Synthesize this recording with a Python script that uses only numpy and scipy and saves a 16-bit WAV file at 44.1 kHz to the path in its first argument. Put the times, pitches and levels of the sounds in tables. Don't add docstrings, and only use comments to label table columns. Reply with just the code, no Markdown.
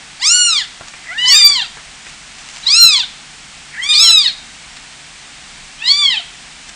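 import sys
import numpy as np
from scipy import signal
from scipy.fft import rfft, irfft, next_fast_len
from scipy.io import wavfile
from scipy.ndimage import map_coordinates

SR = 44100
rng = np.random.default_rng(int(sys.argv[2]) if len(sys.argv) > 2 else 0)


def unload_wav(signal):
    wavfile.write(
        sys.argv[1],
        SR,
        np.round(np.clip(np.atleast_2d(signal).T, -1, 1) * 32767).astype(np.int16),
    )


N = 297675

# (frequency [Hz], relative level [dB])
THROAT_COLOUR = [(600.0, -31), (1200.0, -17), (1800.0, -5.5), (2400.0, -5.5), (3200.0, 0), (4200.0, -2),
                 (5200.0, -1.5), (5900.0, -7), (6600.0, -3.5), (7300.0, 0.5), (8300.0, -5.5), (9400.0, -14),
                 (10500.0, -22)]
# (time [s], pitch [Hz], level [dB])
LOUD_ARCHES = [
    [(0.195, 712, -42), (0.228, 990, -19.5), (0.26, 1182, -13), (0.3, 1358, -11), (0.36, 1457, -11.5),
     (0.42, 1437, -11.5), (0.47, 1414, -14), (0.53, 1273, -13.5), (0.585, 1074, -16.5), (0.655, 657, -36.5)],
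    [(1.23, 706.4, -38.5), (1.28, 1030, -15.5), (1.32, 1121, -7.5), (1.37, 1230, -8), (1.42, 1187, -11.2),
     (1.46, 1171, -5), (1.505, 1159, -10.5), (1.55, 1088, -18.5), (1.595, 935, -20), (1.665, 591, -32)],
    [(2.625, 719, -43), (2.675, 1004, -19), (2.73, 1230, -9.5), (2.785, 1387, -8), (2.85, 1358, -4.5),
     (2.9, 1275, -12.3), (2.955, 1108, -13.5), (3.005, 906, -18), (3.055, 668, -33.7)],
    [(3.9, 793.4, -29), (3.955, 1096, -11.5), (4.005, 1285, -10.5), (4.06, 1353, -9.5), (4.12, 1323, -9.5),
     (4.175, 1264, -9.5), (4.225, 1137, -16.5), (4.27, 906, -16.5), (4.335, 646, -37.5)],
    [(5.78, 712, -51), (5.825, 885, -28.5), (5.865, 979, -15.5), (5.91, 1113, -9), (5.96, 1156, -17.5),
     (6.005, 1184, -15.5), (6.05, 1117, -9.5), (6.11, 1018, -16.5), (6.165, 817, -20.1),
     (6.235, 630, -38.5)],
]
SOFT_ARCHES = [
    [(1.08, 628, -36), (1.115, 688, -26), (1.15, 821, -32.5), (1.187, 942, -20.5), (1.25, 1004, -14.5),
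     (1.31, 980, -17), (1.37, 832, -25.5), (1.44, 594, -30)],
    [(3.755, 653, -43), (3.79, 927, -24.5), (3.83, 1063, -20), (3.9, 1221, -11.5), (3.95, 1202, -13.5),
     (4.005, 1188, -18.5), (4.06, 1068, -14), (4.13, 782, -27)],
]
# (mouth open by [share of the cry], resonance at the start [Hz],
# at the end [Hz], resonance height [dB], brightness with the mouth open [dB per octave],
# hoarseness [dB], detour of the bounce off the floor [m], off a nearby wall [m])
LOUD_MOUTHS = [(0.18, 6730, 3640, 11.5, -1.5, -14, 0.201, .848),
               (0.15, 5800, 3500, 18, -4.5, -16, 0.373, .744),
               (0.23, 5620, 3550, 20, -2.5, -27, 0.2976, 0.416),
               (0.17, 4860, 3730, 24.5, -1, -9, 0.3056, .556),
               (0.23, 4540, 3230, 25, -6.5, -14, 0.1376, 0.541)]
SOFT_MOUTHS = [(0.29, 2730, 2470, 23, -7.5, -30, 0.19, 0.572), (.19, 2620, 3390, 24.7, -3, -30, 0.359, 1.2)]
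# (time of the catch [s], level change just before it [dB], time constant of the build-up [s])
CATCHES = [(1.179, 3, .014), (2.667, -5, 0.018), (3.83, -4, .015), (3.89, -12, 0.024)]
# (centre [s], level [dB], bell width [s])
WHEEZES = [(1.073, -34.5, .028), (3.755, -31.5, 0.018)]
# (time [s], strength before later gains [dB], pitch [Hz])
PATS = [(0.732, -44, 1820), (0.809, -16, 1478), (0.937, -18.5, 2450), (1.498, -12, 2160),
        (1.77, -16.5, 1820), (2.066, -19.5, 2420)]
# (centre [s], level before the paw gain [dB], bell width [s])
SCUFFS = [(0.885, -34.5, 0.01), (2.092, -39.5, 0.038), (2.59, -37.5, 0.21), (4.772, -36, 0.0058),
          (6.695, -35, 0.0088)]
# (frequency [Hz], relative level [dB])
PAPER_COLOUR = [(300, -19), (1200, -6), (3800, -4), (7500, -5.5), (10000, -23)]
# (delay [s], level [dB])
WALL_ECHOES = [(.0087, -11.5), (.0137, -22), (0.02, -26.5), (.029, -17)]
# (frequency [Hz], time [s])
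ROOM_DECAY = [(300, 1), (3500, 0.51), (10000, 0.33)]
# (frequency [Hz], relative level [dB])
BACKGROUND_COLOUR = [(13, -50), (22, 2), (45, 0), (110, -13.5), (139, -6.5), (166, -6), (232, -6),
                     (368, -14.5), (568, -15), (734, -7), (973, -9.5), (2260, -4), (6310, -10),
                     (8150, -10.5), (10000, -19.5), (13000, -65), (22000, -120)]
# (frequency [Hz], peak level before wavering [dB])
HUM_TONES = [(145.3, -55)]

SHUT_OCTAVES = 0.51
CLOSE_FROM = 0.56
NASAL_DB = 4
WIDE_DAMPING = 0.18
WANDER_DB = 1.5
STRAIN_AT, STRAIN_SPREAD = 0.25, 0.1
BOUNCE_DB = -11.5
WHEEZE_HZ, WHEEZE_WIDTH_HZ = 2020, 540
HISS_HZ = 10050
MIC_HZ, TOP_HZ = 10700, 15700
CONVERTER_HZ = 32000


def kittens():
    out = wheezes()
    for arch, mouthing in zip(LOUD_ARCHES, LOUD_MOUTHS):
        cry = mew(arch, mouthing, open_s=0.068, dull_db=6.5, mouth_octaves=0.35, jitter=0.008,
                  rasp=0.019, flutter_db=5.0, air_db=-30.5, rattle_db=-25)
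        add(out, arch[0][0], amp(1.42) * cry)
    for arch, mouthing in zip(SOFT_ARCHES, SOFT_MOUTHS):
        cry = mew(arch, mouthing, open_s=0.012, dull_db=6, mouth_octaves=0.35, jitter=0.0031,
                  rasp=0.012, flutter_db=4.0, air_db=-28, rattle_db=-23)
        add(out, arch[0][0], amp(1) * cry)
    return out


def mew(arch, mouthing, open_s, dull_db, mouth_octaves, jitter, rasp, flutter_db, air_db, rattle_db,
        count=13):
    s, pitch, level = np.transpose(arch)
    open_by, start_hz, end_hz, mouth_db, bright_db, hoarse_db, *detours_m = mouthing
    t = np.arange(s[0], s[-1], 1 / SR)
    size = len(t)

    progress = np.linspace(0, 1, size)
    shut_at_start = np.clip((open_by - progress) * (s[-1] - s[0]) / open_s, 0, 1)
    shut_at_end = np.clip((progress - CLOSE_FROM) / (1 - CLOSE_FROM), 0, 1)
    shut = shut_at_start + shut_at_end
    mouth_hz = start_hz * (end_hz / start_hz) ** progress * 2 ** (-SHUT_OCTAVES * shut_at_start)
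    tilt_db = bright_db - dull_db * shut

    smooth_pitch = glide(t, s, pitch)
    slack = np.clip(0.184 + 3 * (1 - smooth_pitch / pitch.max()), 0, 1)
    f0 = smooth_pitch * (1 + 0.00202 * wobble(61, size) + jitter * slack * wobble(349, size))
    phase = 2 * np.pi * np.cumsum(f0) / SR + rasp * slack * wobble(1500, size)
    height_db = mouth_db * (1 - WIDE_DAMPING * (1 - slack))

    voice, power = np.zeros(size), np.zeros(size)
    for k in range(1, count + 1):
        hz = k * f0
        mouth = height_db * (bump(hz, mouth_hz, mouth_octaves) + 0.27 * bump(hz, 8440, 0.049))
        tilt = tilt_db * np.log2(hz / 4000)
        colour = along(THROAT_COLOUR, hz) + mouth + tilt + NASAL_DB * shut / k ** 2
        strength = amp(colour) * bounce(hz, detours_m)
        unsteady_db = flutter_db * slack * wobble(109.77, size) + WANDER_DB * wobble(25.1, size)
        voice += strength * amp(unsteady_db) * np.sin(k * phase + rng.uniform(0, 2 * np.pi))
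        power += strength ** 2 / 2

    air = amp(air_db) * (1 + np.cos(phase)) * noise(THROAT_COLOUR, size)
    strain_shape = np.exp(-0.5 * ((progress - STRAIN_AT) / STRAIN_SPREAD) ** 2)
    strain = amp(hoarse_db) * strain_shape * wobble(1900, size)
    slack_beats = amp(rattle_db) * slack ** 2 * wobble(1100, size)
    rattle = (strain + slack_beats) * np.sin(2 * np.pi * np.cumsum(mouth_hz) / SR)

    fade = np.clip(np.minimum(t - s[0], s[-1] - t) / 0.0025, 0, 1)
    return amp(np.interp(t, s, level)) * (voice / np.sqrt(power) + air + rattle) * fade


def bounce(hz, detours_m):
    delays = np.array(detours_m) / 343
    echoes = sum(np.exp(-2j * np.pi * hz * delay) for delay in delays)
    return np.abs(1 + amp(BOUNCE_DB) * echoes)


def wheezes():
    ring = filtered(rng.standard_normal(N),
                    lambda hz: 1 / (1 + ((hz - WHEEZE_HZ) / WHEEZE_WIDTH_HZ) ** 2) ** 2)
    return unit(ring) * sum(amp(db) * swell(s, length) for s, db, length in WHEEZES)


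def catches():
    t = np.arange(N) / SR
    change_db = np.zeros(N)
    for s, db, length in CATCHES:
        snap = np.clip((s - t) / 0.002, 0, 1)
        change_db += db * np.exp(-np.abs(s - t) / length) * snap
    return amp(change_db)


def paws():
    out, t = np.zeros(N), np.arange(SR // 10) / SR
    for s, db, hz in PATS:
        thud = noise([(60, -9), (hz / 3, -11), (hz, 0), (hz * 1.37, -14), (hz * 5, -32)], len(t))
        touch = 1 - np.exp(-t / 0.00096)
        decay = amp(-60 * t / 0.016) + amp(-13.5 - 60 * t / 0.24)
        add(out, s, amp(db - 7) * thud * touch * decay)
    stroke = sum(amp(db) * swell(s, length) for s, db, length in SCUFFS)
    crackle = unit(noise(PAPER_COLOUR, N) * amp(4.7 * wobble(300, N)))
    return out + stroke * crackle


def room(x, wet_db):
    hz, _, z = signal.stft(rng.standard_normal(SR // 2), SR, nperseg=256)
    frame_s = _
    fall = amp(-60 * frame_s / along(ROOM_DECAY, hz)[:, None])
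    tail = signal.istft(z * fall, SR, nperseg=256)[1]
    response = np.zeros(SR)
    response[0] = 1
    add(response, 0.012, amp(wet_db) * tail / np.linalg.norm(tail))
    for delay, db in WALL_ECHOES:
        add(response, delay, amp([db]))
    return signal.fftconvolve(x, response)[:N]


def background():
    t = np.arange(N) / SR
    hiss = amp(-36.5 + 0.31 * wobble(3.22, N)) * low_pass(noise(BACKGROUND_COLOUR, N), HISS_HZ, order=60)
    hum = np.zeros(N)
    for hz, db in HUM_TONES:
        hum += amp(db + 1.1 * wobble(13, N)) * np.sin(2 * np.pi * hz * t + wobble(7.0, N))
    return hiss + hum


def amp(db):
    return 10 ** (np.asarray(db) / 20)


def unit(x):
    return x / np.sqrt(np.mean(x ** 2) + 1e-20)


def along(points, hz):
    f, v = np.transpose(points)
    return np.interp(np.log(hz + 1), np.log(f + 1), v)


def wobble(rate, size):
    return map_coordinates(rng.standard_normal(int(size * rate / SR) + 4), [np.arange(size) * rate / SR])


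def glide(t, s, values):
    slope = np.gradient(values, s)
    i = np.clip(np.searchsorted(s, t) - 1, 0, len(s) - 2)
    step = s[i + 1] - s[i]
    u = (t - s[i]) / step
    rise = values[i + 1] - values[i]
    bend = (1 - u) * (slope[i] * step - rise) - u * (slope[i + 1] * step - rise)
    return values[i] + u * rise + u * (1 - u) * bend


def bump(hz, centre_hz, octaves):
    return 1 / (1 + (np.log2(hz / centre_hz) / octaves) ** 2)


def swell(s, length):
    return np.exp(-0.5 * ((np.arange(N) / SR - s) / length) ** 2)


def filtered(x, response):
    m = next_fast_len(len(x) + 8192)
    return irfft(rfft(x, m) * response(np.fft.rfftfreq(m, 1 / SR)), m)[:len(x)]


def low_pass(x, hz, order):
    return filtered(x, lambda f: 1 / np.sqrt(1 + (f / hz) ** (2 * order)))


def noise(spectrum, size):
    return unit(filtered(rng.standard_normal(size), lambda hz: amp(along(spectrum, hz))))


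def add(track, s, sound):
    part = track[max(round(s * SR), 0):][:len(sound)]
    part += sound[:len(part)]


def scene():
    voices = kittens() * catches()
    return (room(voices + amp(1.0) * paws(), wet_db=-16.0) + background())[None]


def record(dry):
    mic = low_pass(dry[0], MIC_HZ, order=50)
    sampled = signal.resample_poly(mic, CONVERTER_HZ, SR)
    clipped = signal.resample_poly(np.clip(sampled, -1, 1), SR, CONVERTER_HZ)[:N]
    return low_pass(clipped, TOP_HZ, order=80)[None]


dry = scene()
out = record(dry)
unload_wav(out)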